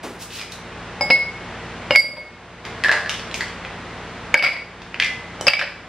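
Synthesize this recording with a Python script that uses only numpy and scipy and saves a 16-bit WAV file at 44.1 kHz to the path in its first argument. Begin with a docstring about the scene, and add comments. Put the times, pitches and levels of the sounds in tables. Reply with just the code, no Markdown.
"""After a soft bump, ice clatters in a tray a little way off, over the hum and air rush of an appliance.
Then four ice cubes drop one by one into a glass jar on a table, near a camera in a small, live room.
The first two let the jar ring freely; from the third on, wedged ice dulls it. Tray clatter falls between drops.
Blows are shaped pulses, glass and table sums of decaying modes, the appliance sines and coloured noise.
Loud blows make the camera's gain control duck the whole sound, hum included."""
import sys
import numpy as np
from scipy import signal
from scipy.fft import rfft, irfft
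from scipy.io import wavfile
from scipy.ndimage import minimum_filter1d

SR = 44100
rng = np.random.default_rng(int(sys.argv[2]) if len(sys.argv) > 2 else 0)


def put_to_file(sound):
    """Save the sound as 16-bit audio at rate SR, in the file named by the first command-line argument."""
    columns = np.atleast_2d(sound).T  # one column per channel
    safe = np.clip(columns, -1, 1)
    whole_steps = np.round(safe * 32767)
    wavfile.write(sys.argv[1], SR, whole_steps.astype(np.int16))


N = 259308

# appliance motor lines, before the swell: (frequency [Hz], level [dB])
HUM_LINES = [(58.1, -48), (92.2, -48.5), (116.3, -48.5), (174.4, -47), (232, -51), (354.5, -52.5),
             (414, -56), (462, -51)]
# air rush spectrum: (frequency [Hz], relative density [dB])
AIR_SPECTRUM = [(20, -32), (40, -1.5), (75, -15), (130, -2.5), (200, -2.5), (350, -4), (500, -4.5),
                (800, -3.5), (2000, -6.5), (3500, -15), (6000, -26.5), (9400, -39), (11500, -62),
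                (15000, -73)]
# background level: starts low, rises, then holds nearly steady: (time [s], gain [dB])
BACKGROUND_LEVEL = [(0, -6), (.45, -5), (.8, 0), (1.5, 1), (2.4, 1), (3.8, 0.5), (4.8, 0.5), (5.88, -1)]
# soft, dull bumps: (time [s], level before envelope [dB])
BUMPS = [(.029, -27.5)]
# bump spectrum: (frequency [Hz], relative level [dB])
BUMP_SPECTRUM = [(100, -60), (230, -2), (400, -5), (800, -11), (1500, -15.5), (5000, -25.5), (9000, -32),
                 (15000, -45)]
# room decay: (frequency [Hz], t60 [s])
ROOM_DECAY = [(150, 0.44), (600, 0.62), (2000, 0.48), (5000, 0.49), (9000, 0.53), (15000, 0.22)]
# stereo width: (frequency [Hz], side against mid [dB])
STEREO_WIDTH = [(60, -61), (250, -19.5), (1000, -18.5), (2400, -14), (4500, -4), (7500, 4), (12000, 14)]
# tray knocks: (time [s], clack [dB], cube pitch [Hz], cube note [dB], note t60 [s], thud [dB], tick [dB])
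TRAY_KNOCKS = [(0.2228, -23, 3450, -44, .03, -8, 24), (.395, -17, 2420, -31, .15, 3, 10),
               (.522, -19.5, 4740, -44, 0.028, -14, 16.5), (2.652, -15, 2100, -42, .03, 1, 9),
               (2.838, -3.5, 1950, -24, .05, -5.5, 6), (2.8459, -11, 1740, -1.5, .026, 3, -11),
               (2.862, -14, 1720, -20, 0.036, 3, -5), (2.885, -6, 1760, -19, .05, 4, -1),
               (2.8934, -6.5, 1690, -2, 0.025, 2.5, -10), (2.9153, 2.5, 2000, -15, .04, 1, 3.5),
               (2.924, -4, 1635, -13, .035, 7, 5), (2.942, -12, 1850, -14, .04, 8, -2),
               (2.9653, -16, 1655, -13, 0.028, -3, -2), (3.0607, -15, 1720, -18, .03, -9, -5),
               (3.0944, -3, 4300, -26, .06, -17.5, 3.5), (3.114, -13.5, 2030, -24, .06, -8, 8),
               (3.1413, -15, 3360, -31, .1, -12.5, 4), (3.3428, -8, 2200, -31, .03, -5, 16),
               (3.4081, -8.5, 1940, -30, .05, -8, 3), (3.6495, -16, 1980, -34, .05, 0, -11),
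               (4.9440, -8.5, 2250, -25, .018, -0.5, -10), (4.9997, 1.5, 2070, -1, 0.015, -19, 1),
               (5.0009, -2, 2027, -18, 0.59, -18, -5), (5.0103, -9, 1737, -15, 0.29, -20, -7),
               (5.0228, -1.5, 2113, -17.5, 0.32, -25, -16), (5.0253, -2, 2350, -1, .014, -22, -3),
               (5.0355, -5, 2457, -23, 0.18, -20, 2), (5.0455, -6.5, 3420, -29, 0.22, -11, 12),
               (5.063, -8, 2821, -30, .1, -14, 3), (5.411, -8, 3010, -22, 0.04, 24, 31)]
# loose cubes nudge and crunch in the tray:
# (start [s], end [s], contacts [1/s], level [dB], pitch [Hz], thud [dB], tick [dB])
TRAY_STIRS = [(.3, .46, 18, -19.5, 2600, -12, 5), (2.84, 2.98, 90, -20, 1990, 1, -3),
              (2.885, 2.965, 170, -19.5, 800, 3, -2), (2.98, 3.52, 18, -23, 3260, -7, 3),
              (4.77, 4.83, 18, -20, 2600, -18, -1)]
# ice sliding over the tray: (loudest at [s], half length [s], level [dB], tick [dB])
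TRAY_SLIDES = [(0.221, .016, -41.5, 4.5), (0.357, 0.034, -38.5, -2), (0.525, 0.0094, -43.5, 1.5),
               (3.368, 0.016, -53, 9)]
# sliding spectrum: (frequency [Hz], relative level [dB])
SLIDE_SPECTRUM = [(300, -19), (1500, -10), (2600, 2), (5500, -1), (9000, -11.5), (15000, -20)]
# ice-on-tray contact spectrum: (frequency [Hz], relative level [dB])
TRAY_CONTACT = [(60, -35), (200, -14), (420, 1), (650, 0), (1100, 1.5), (2300, 2), (3800, 0), (5200, -5),
                (6500, -13), (10000, -27.5), (16000, -50)]
# ice-on-jar contact spectrum: (frequency [Hz], relative level [dB])
JAR_CONTACT = [(60, -42), (200, -18.5), (380, -6), (560, 6.5), (1100, 1), (2300, 3), (3800, -3.5),
               (5200, -4.5), (6500, -15.5), (10000, -27.5), (16000, -57)]
# ice striking the jar: (time [s], clack [dB], cube pitch [Hz], cube note [dB], note t60 [s],
# ring [dB], overtones [dB], height on the wall [clipped to -1..1])
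JAR_BLOWS = [(1.0098, -11.5, 840, -31, 0.13, -17.5, 7, -1.6),
             (1.1025, -2, 4130, -22, 0.2, -18.5, 11, -0.97), (1.1031, -14, 4610, -11, 0.041, -31, 15, -1),
             (1.1069, -7, 2520, -24, 0.055, -2, -19, -1), (1.9079, 0, 2806, -7.5, 0.06, -19, 6, -0.83),
             (1.9092, -7.5, 1644, -16, 0.037, -26, -4, 0), (1.9508, -10, 2220, -15, .03, -1.5, -10, 0),
             (1.9587, 2.5, 2210, 0.5, 0.032, 4, 0.5, .5), (1.996, -40, 2300, -35, .02, -17, 18.5, 0.68),
             (2.1695, -15, 920, -34, 0.024, -21.5, -2, 0.68), (4.3420, 4, 2310, -2, 0.028, -5, -4, 0.37),
             (4.3436, -5, 1490, -9, 0.13, -22, -3, -0.093), (4.3520, -5, 1610, -4, 0.067, -24, 3, .1),
             (4.3740, -13, 2270, -25, .02, -10.5, 3, 0.36), (4.3925, -5, 2700, -22, .03, -22, 5, 0),
             (4.4251, 1.5, 2400, -11, 0.023, -12, 6.5, 0.63), (4.4335, -4.5, 735, -13, 0.056, -17, 6, 0),
             (4.4398, -5.5, 1400, -8, 0.025, -10.5, 10, -0.35),
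             (4.4478, 2.5, 2320, -11, .04, -14.5, 5, -0.38), (4.4570, -6.5, 2000, -11, .04, -13, -4, -.5),
             (4.4648, -1.5, 2310, -18, .03, -9, 2, 0), (4.4765, -10, 2550, -19, .03, -23, 0, -.5),
             (4.4840, -9, 2160, -8, 0.023, -24, 1, -.5), (4.5225, -14.5, 2150, -32, .02, -27, 4, 0.6),
             (4.5320, -13, 715, -30, .05, -28, 9.5, 0.39), (4.5650, -11, 2020, -32, .02, -25.5, -2, 0.5),
             (5.4685, -1.5, 576, -13, 0.072, -19.5, 16.5, -.9), (5.4765, -9, 857, -15, .05, -30, 8, -.5),
             (5.4818, 6.5, 2657, 2, 0.021, -23, 11, 0.5), (5.4826, -6, 4770, 2, 0.045, -23, 8, -1),
             (5.4900, -7, 2460, -13, .04, -23, 10, 0), (5.4985, -3.5, 1860, -19, .03, -21, 13, 0.58),
             (5.5345, 1, 2290, 2, 0.066, -13, 6, -0.8), (5.5933, 0.5, 2460, -26, .02, -23, 17, -1.1),
             (5.6133, -1.5, 1700, -1, 0.019, -35, 0, 0), (5.6230, -5, 560, -22, .14, -30, 9, 0),
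             (5.6758, -15.5, 1900, -26, .02, -41, -4, 0)]
# free modes of the jar's wall: (frequency [Hz], level [dB], t60 [s], gain when struck high [dB])
JAR_MODES = [(2186, 0, .56, 0), (4610, -25, .2, 5), (4667, -25, .2, 9), (4716, -20, .38, 9),
             (4745, -24, .3, 9), (4975, -22, .14, -3), (5043, -14, .13, -4), (5160, -20, .06, -6),
             (7400, -39, .3, -2), (8100, -38, .24, 6), (8260, -37, .2, 3), (9730, -45, .26, -1),
             (10190, -41, .28, 2), (10720, -42, .18, 5), (12790, -46, .25, 3), (13440, -45, .2, 2),
             (14310, -49, .2, 2)]
# modes of the table under the jar: (frequency [Hz], level [dB], t60 [s])
TABLE_MODES = [(130, -31, 0.19), (170, -25, 0.073), (299, -23.5, 0.047), (360, -23, 0.028),
               (531, -18.5, 0.072), (599, -13, 0.081), (810, -34, 0.023)]
# a cube comes to rest against the wall and chokes the ring: (time [s], loss [dB])
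RING_CATCHES = [(1.238, 2.5), (1.305, 3), (2.008, 6.5), (2.112, 8), (4.398, 3), (4.487, 9), (5.594, 4)]
# a wedged cube judders down the jar's wall:
# (start [s], end [s], contacts [1/s], level [dB], pitch [Hz], thud [dB], tick [dB])
WALL_RATTLES = [(4.432, 4.49, 200, -14, 2400, -10, -8), (5.62, 5.68, 60, -22, 2600, -3, 0)]
# share of the free ring that reaches the room: (frequency [Hz], gain [dB])
FREE_RING_THROW = [(2300, -12.5), (4500, -8), (7500, -4.5)]

AIR_DB = -35.5  # before the swell
LAST_CUBE_S = 4.9  # from here on, the last cube snaps free of the tray with drier cracks
RESTING_S = 1.1  # from here until WEDGED_S, ice leans on the wall and splits its modes
WEDGED_S = 4.0  # from the third cube on, ice is wedged against the wall
NEW_CUBE_S = 0.5  # a blow after this much quiet is the next cube landing
BEAT_HZ = 13.3  # between the two halves of a split mode
# thud of the first cube; extra on landing; loss for each cube already in the jar
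THUD_DB, LANDING_DB, CUSHION_DB = 6.5, 5, 5
TICK_DB, TICK_PER_DB, THUD_PER_DB = -8, 0.4, 0.02  # blow level sets tick and, slightly, thud
ROCK_S, ROCK_GAP_S, ROCK_DB = 1.997, 0.046, -13.5  # the second cube leaves the jar rocking on its base
EDGE_HZ = 15750  # band limit


def amp(db):
    """Decibels to amplitude ratio."""
    return 10 ** (np.asarray(db) / 20)


def evened(x):
    """Scales x to unit RMS."""
    return x / np.sqrt(np.mean(x ** 2) + 1e-20)


def read(points, hz):
    """Reads a table on a log-frequency axis."""
    f, value = np.transpose(points)
    return np.interp(np.log(hz + 1), np.log(f + 1), value)


def add(mix, s, sound):
    """Adds sound into mix at s seconds, cut at the end."""
    part = mix[..., round(s * SR):][..., :sound.shape[-1]]
    part += sound[..., :part.shape[-1]]


def coloured(x, points):
    """Filters x by a spectrum table."""
    gain = amp(read(points, np.fft.rfftfreq(len(x), 1 / SR)))
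    return irfft(rfft(x) * gain, len(x))


def room(x, build_s=0.00079, early_db=3, early_s=0.014):
    """Dense reflections as mid and side, strongest early; each band dies at its own speed."""
    hz, frame_s, z = signal.stft(rng.standard_normal((2, SR)), SR, nperseg=256)
    z = z * np.exp(-np.log(1000) * frame_s / read(ROOM_DECAY, hz)[:, None])
    tail = signal.istft(z, SR)[1][:, :SR]
    t = np.arange(SR) / SR
    tail = tail * (1 - np.exp(-(t / build_s) ** 2)) * amp(early_db * np.exp(-t / early_s))
    tail = np.array([tail[0], coloured(tail[1], STEREO_WIDTH)]) / np.linalg.norm(tail[0])
    return signal.fftconvolve(x[None], tail, axes=1)[:, :N]


def near(x, side_db=-6):
    """Direct sound as mid and side: mainly its treble differs between the microphones."""
    return np.array([x, amp(side_db) * coloured(signal.hilbert(x).imag, STEREO_WIDTH)])


def appliance(waver_hz=1.43):
    """Wavering motor lines in a rush of air, under one slow swell."""
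    t = np.arange(N) / SR
    mid, side = (evened(coloured(noise, AIR_SPECTRUM)) for noise in rng.standard_normal((2, N)))
    out = amp(AIR_DB) * np.array([mid, coloured(side, STEREO_WIDTH)])
    for hz, db in HUM_LINES:
        drift = np.interp(t, np.linspace(0, t[-1], 60), rng.standard_normal(60))
        cycles = np.cumsum(hz + waver_hz * drift) / SR + rng.random()
        out[0] += amp(db) * np.sqrt(2) * np.sin(2 * np.pi * cycles)
    return out * amp(np.interp(t, *np.transpose(BACKGROUND_LEVEL)))


def bump(rise_s=0.005, decay_s=0.079):
    """A low, toneless bump: coloured noise with a soft rise and exponential decay."""
    out, t = np.zeros(N), np.arange(SR // 2) / SR
    for s, db in BUMPS:
        noise = evened(coloured(rng.standard_normal(len(t)), BUMP_SPECTRUM))
        add(out, s, amp(db) * noise * (1 - np.exp(-t / rise_s)) * np.exp(-t / decay_s))
    return near(out)


def clack(hz, thud_db, tick_db, surface=JAR_CONTACT, peak_db=12, width=0.11,
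          chatter_db=-1, chatter_s=0.0026, blunt_hz=6000, size=2048):
    """One contact: a blunt pulse with a broad resonance, then the rough faces chatter for a moment."""
    f, t = np.fft.rfftfreq(size, 1 / SR), np.arange(size) / SR
    db = read(surface, f) + peak_db / (1 + ((f / hz - 1) / width) ** 2)
    db = db + thud_db / (1 + (f / 1200) ** 4)
    db = db + tick_db * (1 - 1 / (1 + (f / 4500) ** 4))
    # minimum phase: energy comes as early as the spectrum allows
    log_gain = np.log(amp(np.r_[db, db[-2:0:-1]]))
    causal = np.exp(np.conj(signal.hilbert(log_gain)))[:len(f)]
    chatter = rng.standard_normal(size) * np.exp(-t / chatter_s) * (1 - np.exp(-t / chatter_s))
    chatter = amp(chatter_db) * chatter / np.linalg.norm(chatter)
    touch = 1 / (1 + 1j * f / blunt_hz) ** 2 + rfft(chatter)
    return irfft(causal * touch, size) / abs(irfft(causal, size)).max()


def note(hz, t60, rise_s, split=0.022, twin_db=-6):
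    """A cube's own short note: two close modes, as its sides are not quite equal."""
    t = np.arange(SR // 2) / SR
    pair = np.sin(2 * np.pi * hz * t) + amp(twin_db) * np.sin(2 * np.pi * hz * (1 + split) * t)
    return pair / (1 + amp(twin_db)) * (1 - np.exp(-t / rise_s)) * np.exp(-np.log(1000) * t / t60)


def rebounds(gap_s, loss_db, uneven=0.35, scatter_db=2, pitch_spread=0.045):
    """A contact and its rebound, typically weaker and on another corner: (delay s, dB, pitch ratio)."""
    late, strong, corner = rng.standard_normal(3)
    rebound = gap_s * np.exp(uneven * late), scatter_db * strong - loss_db, np.exp(pitch_spread * corner)
    return [(0, 0, 1), rebound]


def scattered(spans, scatter_db=3, pitch_spread=0.291):
    """Small contacts at uneven intervals in each span: (s, dB, pitch Hz, thud dB, tick dB)."""
    for start_s, end_s, per_s, db, hz, *colour in spans:
        span_s = end_s - start_s
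        count = max(round(per_s * span_s), 1)
        for k, (late, strong, small) in enumerate(rng.uniform(-1, 1, (count, 3))):
            s = start_s + span_s * (k + (1 + late) / 2) / count
            yield s, db + 2 * scatter_db * strong, hz * np.exp(2 * pitch_spread * small), *colour


def sliding(grains_per_s=2500, spread_db=4):
    """Ice slides over the tray: a swell of fine grains."""
    out, t = np.zeros(N), np.arange(-SR // 8, SR // 8) / SR
    for s, half_s, db, tick_db in TRAY_SLIDES:
        hits = rng.random(len(t)) < grains_per_s / SR
        strength = amp(spread_db * rng.standard_normal(len(t)))
        grains = hits * strength * rng.choice([-1, 1], len(t))
        rasp = coloured(evened(coloured(grains, SLIDE_SPECTRUM)), [(3500, 0), (9000, tick_db)])
        add(out, s + t[0], amp(db) * rasp * np.exp(-(t / half_s) ** 2 / 2))
    return out


def jostling_cubes():
    """Every contact in the tray: the knocks with their rebounds, and small nudges at random."""
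    for s, db, hz, _, _, *colour in TRAY_KNOCKS:
        for delay_s, weaker_db, ratio in rebounds(gap_s=0.012, loss_db=11.5):
            yield s + delay_s, db + weaker_db, hz * ratio, *colour
    yield from scattered(TRAY_STIRS)


def tray(room_db=1, last_room_db=-4, resonance_db=13, small_cube_db=11, rise_share=0.044, longest_rise_s=0.003):
    """Cubes jostle further off, heard largely through the room; big, low cubes resonate most."""
    knocks = sliding()
    for s, db, hz, thud_db, tick_db in jostling_cubes():
        peak_db = resonance_db - small_cube_db * max(np.log2(hz / 1700), 0)
        hit = clack(hz, thud_db, tick_db, TRAY_CONTACT, peak_db, width=0.16, chatter_db=-1.5, chatter_s=0.00088)
        add(knocks, s, amp(db) * hit)
    for s, _, hz, note_db, t60, *_ in TRAY_KNOCKS:
        add(knocks, s, amp(note_db) * note(hz, t60, rise_s=min(rise_share * t60, longest_rise_s)))
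    send_db = np.where(np.arange(N) / SR < LAST_CUBE_S, room_db, last_room_db)
    return near(knocks) + room(knocks * amp(send_db))


def thud(low_hz=130):
    """The jar's base pushes on the table, which radiates little deep bass."""
    t = np.arange(SR // 2) / SR
    modes = sum(amp(db) * np.exp(-np.log(1000) * t / t60) * np.sin(2 * np.pi * hz * t)
                for hz, db, t60 in TABLE_MODES)
    return signal.sosfilt(signal.butter(2, low_hz, "high", fs=SR, output="sos"), modes)


def rocking(count=5):
    """The jar's base taps the table a few times, evenly."""
    out = np.zeros(N)
    for k in range(count):
        add(out, ROCK_S + k * ROCK_GAP_S, amp(ROCK_DB) * thud())
    return out


def ring(overtones_db, height, leaning, wedged, twin_db=-9, twin_s=0.74, stiffening_hz=470, damping=1.9,
         scatter=0.0089, buzz=0.57, buzz_hz=160, rise_s=0.00043):
    """Wall modes as mid and side: leaning ice splits each into a beating pair, wedged ice stiffens and damps."""
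    t = np.arange(2 * SR // 3) / SR
    free_hz, db, t60, height_db = np.transpose(JAR_MODES)[:, :, None]
    overtone = free_hz > free_hz[0]
    # the ice leans differently at every blow, so the wedged pitches scatter
    hz = np.sqrt(free_hz ** 2 + wedged * stiffening_hz ** 2)
    hz = hz * (1 + scatter * wedged * rng.standard_normal(db.shape))
    level = amp(db + np.clip(height, -1, 1) * height_db + overtones_db * overtone)
    fade = np.log(1000) * (1 + damping * wedged) / t60
    # the twin that rubs on the ice dies first: the beat grows ever gentler
    beat = 1 - amp(twin_db) * leaning * np.exp(-2j * np.pi * BEAT_HZ * t - t / twin_s)
    # ice buzzing on the wall roughens the overtones, and the main tone too once wedged
    jolts = rng.standard_normal((len(JAR_MODES), 200)) + 1j * rng.standard_normal((len(JAR_MODES), 200))
    flutter = np.array([np.interp(t * buzz_hz, np.arange(len(row)), row) for row in jolts])
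    rough = 1 + buzz * np.maximum(overtone, wedged) * flutter
    tone = (1 - np.exp(-t / rise_s)) * np.exp((2j * np.pi * hz - fade) * t)
    modes = level * beat * rough * tone
    facing = amp(read(STEREO_WIDTH, hz)) * rng.choice([-1, 1], hz.shape)
    return np.array([modes.imag.sum(0), (facing * modes.real).sum(0)])


def choke(s, size, grip_s=0.0016):
    """Gain over time of a ring struck at s, as later catches damp it."""
    t = s + np.arange(size) / SR
    return amp(-sum(loss_db * (at_s > s) * (1 + np.tanh((t - at_s) / grip_s)) / 2
                    for at_s, loss_db in RING_CATCHES))


def falling_cubes():
    """Every blow in the jar with its rebound: thuds grow on landing and shrink as the pile rises."""
    pile, last_s = -1, -np.inf
    for s, db, hz, _, _, ring_db, overtones_db, height in JAR_BLOWS:
        landing = s - last_s > NEW_CUBE_S
        pile, last_s = pile + landing, s
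        thud_db = THUD_DB + LANDING_DB * landing - CUSHION_DB * pile + THUD_PER_DB * db
        # wedged cubes rattle on for longer
        gap_s, loss_db = (0.017, 14) if s > WEDGED_S else (0.0083, 23)
        for delay_s, weaker_db, ratio in rebounds(gap_s, loss_db):
            hit_db = db + weaker_db
            tick_db = TICK_DB + TICK_PER_DB * hit_db
            yield s + delay_s, hit_db, hz * ratio, thud_db, tick_db, ring_db + weaker_db, overtones_db, height


def jar(knock_room_db=-4, wedged_room_db=-5, table_db=-7):
    """Each cube clacks, sounds its own note, thumps the table and sets the glass ringing."""
    knocks, rings, free, held = rocking(), np.zeros((2, N)), np.zeros(N), np.zeros(N)
    for s, db, hz, thud_db, tick_db, ring_db, overtones_db, height in falling_cubes():
        leaning, wedged = float(RESTING_S < s < WEDGED_S), float(s > WEDGED_S)
        add(knocks, s, amp(db) * clack(hz, thud_db, tick_db))
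        add(knocks, s, amp(db + thud_db + table_db) * thud())
        glass = amp(ring_db) * ring(overtones_db, height, leaning, wedged)
        glass = glass * choke(s, size=glass.shape[1])
        add(rings, s, glass)
        add(held if wedged else free, s, glass[0])
    for s, db, *colour in scattered(WALL_RATTLES):
        add(knocks, s, amp(db) * clack(*colour))
    for s, _, hz, note_db, t60, *_ in JAR_BLOWS:
        add(knocks, s, amp(note_db) * note(hz, t60, rise_s=0.0019))
    send = amp(knock_room_db) * knocks + coloured(free, FREE_RING_THROW) + amp(wedged_room_db) * held
    return near(knocks) + rings + room(send)


def scene():
    """All sources, turned from mid and side to left and right."""
    mid, side = appliance() + bump() + tray() + jar()
    return np.array([mid + side, mid - side])


def gain_control(x, threshold_db=-10, sense_s=0.0014, attack_s=0.0051, creep_db_per_s=9, hold_s=0.638):
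    """The gain drops fast on a loud sound, creeps up while it is held, then lets go."""
    def smooth(v, seconds):
        """One-pole average."""
        r = np.exp(-1 / (seconds * SR))
        return signal.lfilter([1 - r], [1, -r], v)
    level_db = 10 * np.log10(smooth((x ** 2).mean(0), sense_s) + 1e-12)
    creep_db, half = creep_db_per_s * np.arange(N) / SR, int(hold_s * SR / 2)
    # highest level of the last hold_s, less the creep since then
    held_db = -minimum_filter1d(-(level_db + creep_db), 2 * half + 1, origin=half, mode="nearest") - creep_db
    return x * amp(-smooth(np.maximum(held_db - threshold_db, 0), attack_s))


def record(dry, low_cut_hz=36):
    """Gain control, the microphone's low cut, clipping of the fastest peaks, then the band limit."""
    low_cut = signal.butter(2, low_cut_hz, "high", fs=SR, output="sos")
    levelled = signal.sosfilt(low_cut, gain_control(dry))
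    band = signal.firwin(511, EDGE_HZ, window=("kaiser", 9), fs=SR)
    return signal.oaconvolve(np.clip(levelled, -1, 1), band[None], "same")


dry = scene()
out = record(dry)
put_to_file(out)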